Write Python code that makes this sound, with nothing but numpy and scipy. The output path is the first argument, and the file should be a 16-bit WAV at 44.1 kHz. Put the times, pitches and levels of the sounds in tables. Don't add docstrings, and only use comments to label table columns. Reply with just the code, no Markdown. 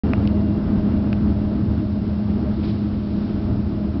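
import sys
import numpy as np
from scipy import signal
from scipy.fft import rfft, irfft
from scipy.io import wavfile
from scipy.ndimage import map_coordinates

SR = 44100
rng = np.random.default_rng(int(sys.argv[2]) if len(sys.argv) > 2 else 0)


def unload_wav(signal):
    wavfile.write(
        sys.argv[1],
        SR,
        np.round(np.clip(np.atleast_2d(signal).T, -1, 1) * 32767).astype(np.int16),
    )


N = 176400

# frequency in Hz, relative density in dB.
ROLLING_SPECTRUM = [(18, -25.5), (32, -9), (50, -3), (62, -7), (75, -2), (115, 2), (145, -6), (180, -1.5),
                    (240, -5), (335, -6.5), (365, -15.5), (415, -16.5), (460, -20), (700, -25.5),
                    (780, -26.5), (1300, -30.5), (2000, -41.5), (3500, -48.5), (6000, -55)]
# time in seconds, relative levels of rumble and roar in dB.
ROLLING_LEVELS = [(0, -25, -38), (.5, -22, -42), (.9, -23.5, -41), (1.35, -23.5, -43), (1.75, -25, -45),
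                  (2.2, -26, -44.5), (2.45, -25.5, -43.5), (2.8, -26, -45.5), (3.3, -26.5, -45),
                  (3.5, -21, -43.5), (3.62, -27.5, -44), (4, -27, -44)]
# frequency in Hz, half-width in Hz, relative level in dB.
BODY_MODES = [(77.65, 6.3, -4), (107.5, 3, -12), (242.3, 6.7, -12), (314.1, 10, -12.5), (399.3, 16, -19),
              (515.6, 6.5, -33.5), (614, 15, -21.5), (665.4, 18, -24)]
# frequency in Hz, relative level in dB.
HUM_TONES = [(206.8, -0.48), (793, -42), (827.5, -32.5), (1330, -40), (1536, -42.5), (2069, -47),
             (2774, -45)]
# time in seconds, gain in dB.
HUM_LEVELS = [(0, -22.5), (.8, -22), (1.4, -22), (1.7, -26), (2.2, -22.5), (2.8, -25), (3.3, -26),
              (4, -27.5)]
# frequency in Hz, relative density in dB.
AIR_SPECTRUM = [(800, -7.5), (1800, -1.5), (2700, -1), (4000, -0.5), (5000, -2), (6000, -5)]
# frequency in Hz, time to fall 60 dB in seconds, relative level in dB.
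FITTING_MODES = [(645, 0.043, -4), (1144, 0.0086, 4), (1535, 0.0044, 6), (2050, 0.0087, -0.5),
                 (2550, 0.01, 0), (2970, 0.0082, -4), (4570, 0.0031, -3)]
# start in seconds, gains of the low, middle and high modes in dB, crack level in dB.
FITTING_TICKS = [(.1340, -17, -18, -32, -29), (.2535, -39.5, -36, -43.5, -42),
                 (.2742, -53, -19.5, -21.5, -39), (1.1288, -27, -26, -28, -29.5)]
TICK_ANCHORS_HZ = [1800, 3000, 2900]
# peak time in seconds, half-length in seconds, level in dB.
WHEEL_SWELLS = [(.35, 0.02, -38.5), (.83, 0.034, -39), (1.5, 0.059, -43.5), (1.87, 0.039, -40.5),
                (2.48, 0.011, -36), (3.19, 0.035, -42.5), (3.77, 0.067, -43)]
# frequency in Hz, relative density in dB.
PASSING_SPECTRUM = [(900, -3.5), (1700, -1), (2800, 0.5), (4000, 0), (5000, -2.5), (6000, -10)]
# peak time in seconds, half-length in seconds, level in dB.
PASSING_SWELLS = [(2.2, .25, -58.5), (2.647, 0.012, -42), (2.693, .017, -43.5), (2.7, 0.15, -50),
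                  (3.228, .19, -52)]


def undb(db):
    return 10 ** (np.asarray(db) / 20)


def unit(x):
    return x / np.sqrt(np.mean(x ** 2))


def curve(rows, column=1):
    rows = np.array(rows)
    return np.interp(np.arange(N) / SR, rows[:, 0], rows[:, column])


def walk(rate):
    levels = rng.standard_normal(1000)
    return unit(map_coordinates(levels, [np.arange(N) / SR * rate], order=2, mode="mirror"))


def colour(points, hz):
    points = np.array(points)
    return undb(np.interp(np.log(hz), np.log(points[:, 0]), points[:, 1]))


def noise(shape):
    hz = np.maximum(np.arange(N // 2 + 1) * SR / N, 1)
    return unit(irfft(rfft(rng.standard_normal(N)) * shape(hz), N))


def resonance(centre_hz, half_width_hz):
    return noise(lambda hz: 1 / (1 + ((hz - centre_hz) / half_width_hz) ** 2))


def tone(hz, drift, rate):
    cycles = np.cumsum(hz * (1 + drift * walk(rate))) / SR
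    return np.sqrt(2) * np.sin(2 * np.pi * (cycles + rng.random()))


def swells(rows):
    t = np.arange(N) / SR
    return np.sqrt(sum(undb(db) ** 2 * np.exp(-((t - at) / half) ** 2) for at, half, db in rows))


def rolling(panel_from_hz=167.5, roar_from_hz=456, jolt_db=0.93, flicker_db=0.5):
    rumble_db, roar_db = curve(ROLLING_LEVELS, column=1), curve(ROLLING_LEVELS, column=2)
    panel_db = rumble_db.mean() + roar_db - roar_db.mean()
    jolts = jolt_db * walk(27)
    below = lambda hz, edge: 1 / (1 + (hz / edge) ** 12)
    floor = lambda hz: below(hz, panel_from_hz)
    panels = lambda hz: below(hz, roar_from_hz) * (1 - floor(hz))
    rails = lambda hz: 1 - below(hz, roar_from_hz)
    out = np.zeros(N)
    for share, db in (floor, rumble_db - 2), (panels, panel_db - 2), (rails, roar_db + 2):
        band = noise(lambda hz: colour(ROLLING_SPECTRUM, hz) * np.sqrt(share(hz)))
        out += band * undb(db + jolts + flicker_db * walk(20))
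    return out


def car_body():
    modes = sum(undb(db) * resonance(hz, half_width) for hz, half_width, db in BODY_MODES)
    return modes * undb(curve(ROLLING_LEVELS))


def electrics(waver_db=0.18, drift=0.0013):
    main_hz = HUM_TONES[0][0]
    tones = sum(undb(db + waver_db * walk(10)) * tone(hz, drift * np.sqrt(main_hz / hz), rate=4.7)
                for hz, db in HUM_TONES)
    return tones * undb(curve(HUM_LEVELS))


def air(hiss_db=-51.5, ring_db=-59.5, fall_db_per_s=8):
    fade = undb(ring_db - fall_db_per_s * np.arange(N) / SR)
    ring = resonance(centre_hz=2780, half_width_hz=37) * fade
    return undb(hiss_db) * noise(lambda hz: colour(AIR_SPECTRUM, hz)) + ring


def fittings(crack_decay_s=0.0016, crack_cutoff_hz=3220):
    out, t = np.zeros(N), np.arange(SR // 20) / SR
    lowpass = signal.butter(2, crack_cutoff_hz, fs=SR, output="sos")
    for at, low_db, middle_db, high_db, crack_db in FITTING_TICKS:
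        balance = list(zip(TICK_ANCHORS_HZ, (low_db, middle_db, high_db)))
        ring = np.zeros(len(t))
        for k, (hz, t60, db) in enumerate(FITTING_MODES):
            amplitude = (-1) ** k * undb(db) * colour(balance, hz)
            ring += amplitude * np.exp(-np.log(1000) * t / t60) * np.sin(2 * np.pi * hz * t)
        crack = unit(signal.sosfilt(lowpass, rng.standard_normal(len(t)))) * np.exp(-t / crack_decay_s)
        start = int(at * SR)
        out[start:start + len(t)] += ring + undb(crack_db) * crack
    return out


def wheel_song(flutter_db=2.0):
    flutter = undb(flutter_db * walk(60))
    return swells(WHEEL_SWELLS) * unit(flutter * tone(hz=613.3, drift=0.01, rate=25))


def passing_tram():
    return swells(PASSING_SWELLS) * noise(lambda hz: colour(PASSING_SPECTRUM, hz))


def scene():
    return (rolling() + car_body() + electrics() + air() + fittings() + wheel_song() + passing_tram())[None]


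def record(dry, start_s=0.035, cutoff_hz=5450):
    gate = np.clip((np.arange(N) / SR - start_s) / 0.001, 0, 1)
    return signal.sosfilt(signal.butter(22, cutoff_hz, fs=SR, output="sos"), dry * gate)


dry = scene()
out = record(dry)
unload_wav(out)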